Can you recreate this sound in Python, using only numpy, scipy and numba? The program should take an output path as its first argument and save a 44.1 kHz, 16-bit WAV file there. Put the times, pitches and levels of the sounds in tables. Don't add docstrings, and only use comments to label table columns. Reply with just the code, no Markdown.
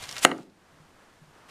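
import sys
import numpy as np
from scipy import signal
from scipy.fft import rfft, irfft
from scipy.io import wavfile
from numba import njit

SR = 44100
rng = np.random.default_rng(int(sys.argv[2]) if len(sys.argv) > 2 else 0)


def digitize_waveform(pressure):
    field = np.atleast_2d(pressure).T
    bounded = np.clip(field, -1, 1)
    quanta = np.round(bounded * 32767).astype(np.int16)
    wavfile.write(sys.argv[1], SR, quanta)


N = 66150

# (f/Hz, level/dB)
AIR_SPECTRUM = [(25, 3), (55, -5), (88, 5), (115, -1), (155, 2.5), (400, -1), (1200, -4), (4000, -14),
                (9000, -19.5), (15000, -31)]
# (t/s, level/dB)
SLEEVE_ENVELOPE = [(.45, -82), (.62, -62), (.74, -61.5), (.9, -69.5), (1.02, -59), (1.2, -70.5),
                   (1.3, -65.5), (1.36, -58), (1.5, -57.5)]
# (f/Hz, level/dB)
SLEEVE_SPECTRUM = [(60, -21.5), (200, -2), (500, -4.5), (900, -2), (1750, -3), (2200, -12.5), (6000, -22),
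                   (15000, -38.5)]
# (t/s, level/dB, f/Hz)
LOW_THUDS = [(.01, -47.5, 87.5), (0.726, -51.5, 150), (0.799, -47.5, 153.9), (1.215, -44, 153.3),
             (1.275, -50.5, 150.4)]
# (f/Hz, level/dB, T60/s)
ROOM_BANDS = [(78, -9, 0.6), (160, 1.5, .48), (350, -2, 0.38), (600, -9.5, .33), (1220, -12, 0.26),
              (2100, -9.5, 0.16), (3400, -23, .2), (9000, -20.5, 0.24), (15130, -22.5, .12)]
# (t/s, level/dB)
DRAG_ENVELOPE = [(0, -46), (.03, -41), (.075, -46.5), (.1, -42.5), (.15, -45), (.185, -41), (.208, -47),
                 (.222, -41), (.25, -42), (.3, -43), (.35, -51), (.42, -54), (.46, -63), (.52, -89),
                 (1.478, -75), (1.488, -51)]
# (f/Hz, level/dB)
DRAG_SPECTRUM = [(60, -4), (150, -0.5), (300, -9.5), (700, -0.5), (1800, -1.5), (3200, -1), (6000, -7.5),
                 (9000, -10), (15000, -22)]
# (f/Hz, level/dB)
SPLAY_SPECTRUM = [(100, -35), (300, -11.5), (700, -9), (1600, -5), (3000, -1), (4500, -4), (7000, -1.5),
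                  (10000, -5.5), (15000, -22)]
# (t/s, level/dB, centre f/Hz, scratch time constant/s)
TUFT_FLICKS = [(0.026, -39, 6400, 0.0027), (.039, -34, 3530, 0.0024), (.056, -38.5, 4250, 0.00067),
               (.0918, -31.5, 4260, 0.0037), (0.1122, -35, 5200, .005), (0.1261, -32, 4707, 0.0018),
               (.157, -37.5, 3520, 0.0032), (0.1662, -29.5, 2052, .002), (.1715, -35, 1500, .005),
               (0.1819, -28.5, 4800, .002), (0.19, -32, 6000, .005)]
# (t/s, level/dB, centre f/Hz, scratch time constant/s)
SPRING_BACKS = [(.3805, -44.5, 6130, 0.0024), (.423, -50, 4000, 0.0022), (0.431, -52, 4870, 0.0022),
                (.499, -62, 4040, 0.0092)]
# (f/Hz, level/dB, T60/s)
HEAD_MODES = [(152.96, -31.5, 0.054), (349, -14, 0.035), (511, -13.5, 0.028), (729, -10, 0.022),
              (867, -13.5, 0.031), (1260, -4, 0.012), (1510, -5, 0.01), (1950, -7, 0.0095),
              (2237, -12, 0.013), (2870, -5, 0.0083), (4200, -10, 0.0072), (6790, -12, 0.011),
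              (8570, -10, 0.0087), (9730, -7.5, 0.012)]
# (t/s, level/dB, cutoff f/Hz)
HEAD_CONTACTS = [(0.2496, 10.5, 7000), (0.3147, -10, 2900), (0.3157, -11.5, 2907), (0.3188, -5, 860),
                 (0.385, -20.5, 890)]

DRAG_GRAINS_PER_S, SPLAY_GRAINS_PER_S, GRAIN_SPREAD_DB = 8000, 23000, 3.0
TOP_HZ = 14950
TIME = np.arange(N) / SR
LOG_FREQ = np.log(np.maximum(np.fft.rfftfreq(N, 1 / SR), 1))
LN_1000 = np.log(1000)


def undb(db):
    return 10 ** (np.asarray(db) / 20)


def envelope(points):
    return undb(np.interp(TIME, *np.array(points).T))


def unit_rms(x):
    return x / np.sqrt(np.mean(x ** 2))


def colour(x, spectrum):
    hz, db = np.array(spectrum).T
    gain = undb(np.interp(LOG_FREQ, np.log(hz), db))
    return unit_rms(irfft(rfft(x) * gain, N))


def butterworth(x, hz, kind="low", order=2):
    return signal.sosfilt(signal.butter(order, hz, kind, fs=SR, output="sos"), x)


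def resonate(x, hz, width=.8):
    g = np.tan(np.pi * hz / SR)
    damping = g * width
    feedback = [1 + damping + g * g, 2 * (g * g - 1), 1 - damping + g * g]
    return signal.lfilter([damping, 0, -damping], feedback, x)


def decay(start, tau):
    age = TIME - start
    return (age >= 0) * np.exp(-np.maximum(age, 0) / tau)


def delayed(x, seconds):
    return np.concatenate([np.zeros(int(seconds * SR)), x])[:N]


def air(level_db=-59):
    return undb(level_db) * colour(rng.standard_normal(N), AIR_SPECTRUM)


def sleeve():
    return envelope(SLEEVE_ENVELOPE) * colour(rng.standard_normal(N), SLEEVE_SPECTRUM)


def thuds(t60_s=.18, rise_s=.003):
    shape = decay(0, t60_s / LN_1000) * (1 - decay(0, rise_s))
    return sum(undb(db) * delayed(shape * np.sin(2 * np.pi * hz * TIME), start)
               for start, db, hz in LOW_THUDS)


def room(x, delay_s=.003, build_s=.0013, scatter_s=.0022):
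    hz, db, t60 = np.array(ROOM_BANDS).T
    noise = rfft(rng.standard_normal(N))
    tail = np.zeros(N)
    for selector, gain, tau in zip(np.eye(len(hz)), undb(db), t60 / LN_1000):
        band = irfft(noise * np.interp(LOG_FREQ, np.log(hz), selector), N)
        tail += gain * band * decay(0, tau) * np.sqrt(2 / (tau * SR))
    scatter = butterworth(rng.standard_normal(N), hz=2200) * decay(0, scatter_s)
    scatter *= undb(-9) * np.sqrt(2 / (scatter_s * SR))
    response = tail * (1 - decay(0, build_s)) + scatter
    return signal.fftconvolve(x, delayed(response, delay_s))[:N]


def grit(grains_per_s):
    hits = rng.random(N) < grains_per_s / SR
    size = undb(GRAIN_SPREAD_DB * np.minimum(rng.exponential(size=N), 5))
    return unit_rms(hits * size * rng.choice([-1, 1], N))


def drag():
    return envelope(DRAG_ENVELOPE) * colour(grit(DRAG_GRAINS_PER_S), DRAG_SPECTRUM)


def splay(full_s=.232, landing_s=.251, peak_db=-27, rise_db_per_s=1199, fall_db_per_s=559):
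    rise_db = rise_db_per_s * np.minimum(TIME - full_s, 0)
    fall_db = fall_db_per_s * np.maximum(TIME - landing_s, 0)
    return undb(peak_db + rise_db - fall_db) * colour(grit(SPLAY_GRAINS_PER_S), SPLAY_SPECTRUM)


def flicks(snap_strength=5.7):
    out, impulse = np.zeros(N), signal.unit_impulse(N)
    for start, db, hz, tau in TUFT_FLICKS + SPRING_BACKS:
        snap = snap_strength * delayed(impulse, start)
        scratch = grit(DRAG_GRAINS_PER_S) * decay(start, tau)
        response_norm = np.linalg.norm(resonate(impulse, hz))
        out += undb(db) * resonate(snap + scratch, hz) / response_norm
    return butterworth(out, hz=8700)


def head(crack_db=-13, crack_s=.001):
    ring = sum((-1) ** k * undb(db) * np.sin(2 * np.pi * hz * TIME) * decay(0, t60 / LN_1000)
               for k, (hz, db, t60) in enumerate(HEAD_MODES))
    out = np.zeros(N)
    for start, db, cutoff_hz in HEAD_CONTACTS:
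        crack = undb(crack_db) * rng.standard_normal(N) * decay(0, crack_s)
        out += undb(db) * delayed(butterworth(ring + crack, cutoff_hz), start)
    return butterworth(out, hz=119, kind="high", order=4)


def scene():
    brush = drag() + splay() + flicks() + head()
    return np.tile(brush + room(brush) + thuds() + sleeve() + air(), (2, 1))


@njit
def follow(x, attack_s, release_s):
    out, level = np.empty(len(x)), 0.
    for i in range(len(x)):
        tau = attack_s if abs(x[i]) > level else release_s
        level += (abs(x[i]) - level) / (tau * SR)
        out[i] = level
    return out


def record(dry, threshold_db=-20, slope=.61, clip_level=.97):
    level = follow(np.clip(dry[0], -1, 1), attack_s=.0038, release_s=.32)
    gain = np.maximum(level / undb(threshold_db), 1) ** -slope
    clipped = np.clip(dry * gain, -clip_level, clip_level)
    return signal.sosfilt(signal.ellip(8, .2, 60, TOP_HZ, fs=SR, output="sos"), clipped)


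dry = scene()
out = record(dry)
digitize_waveform(out)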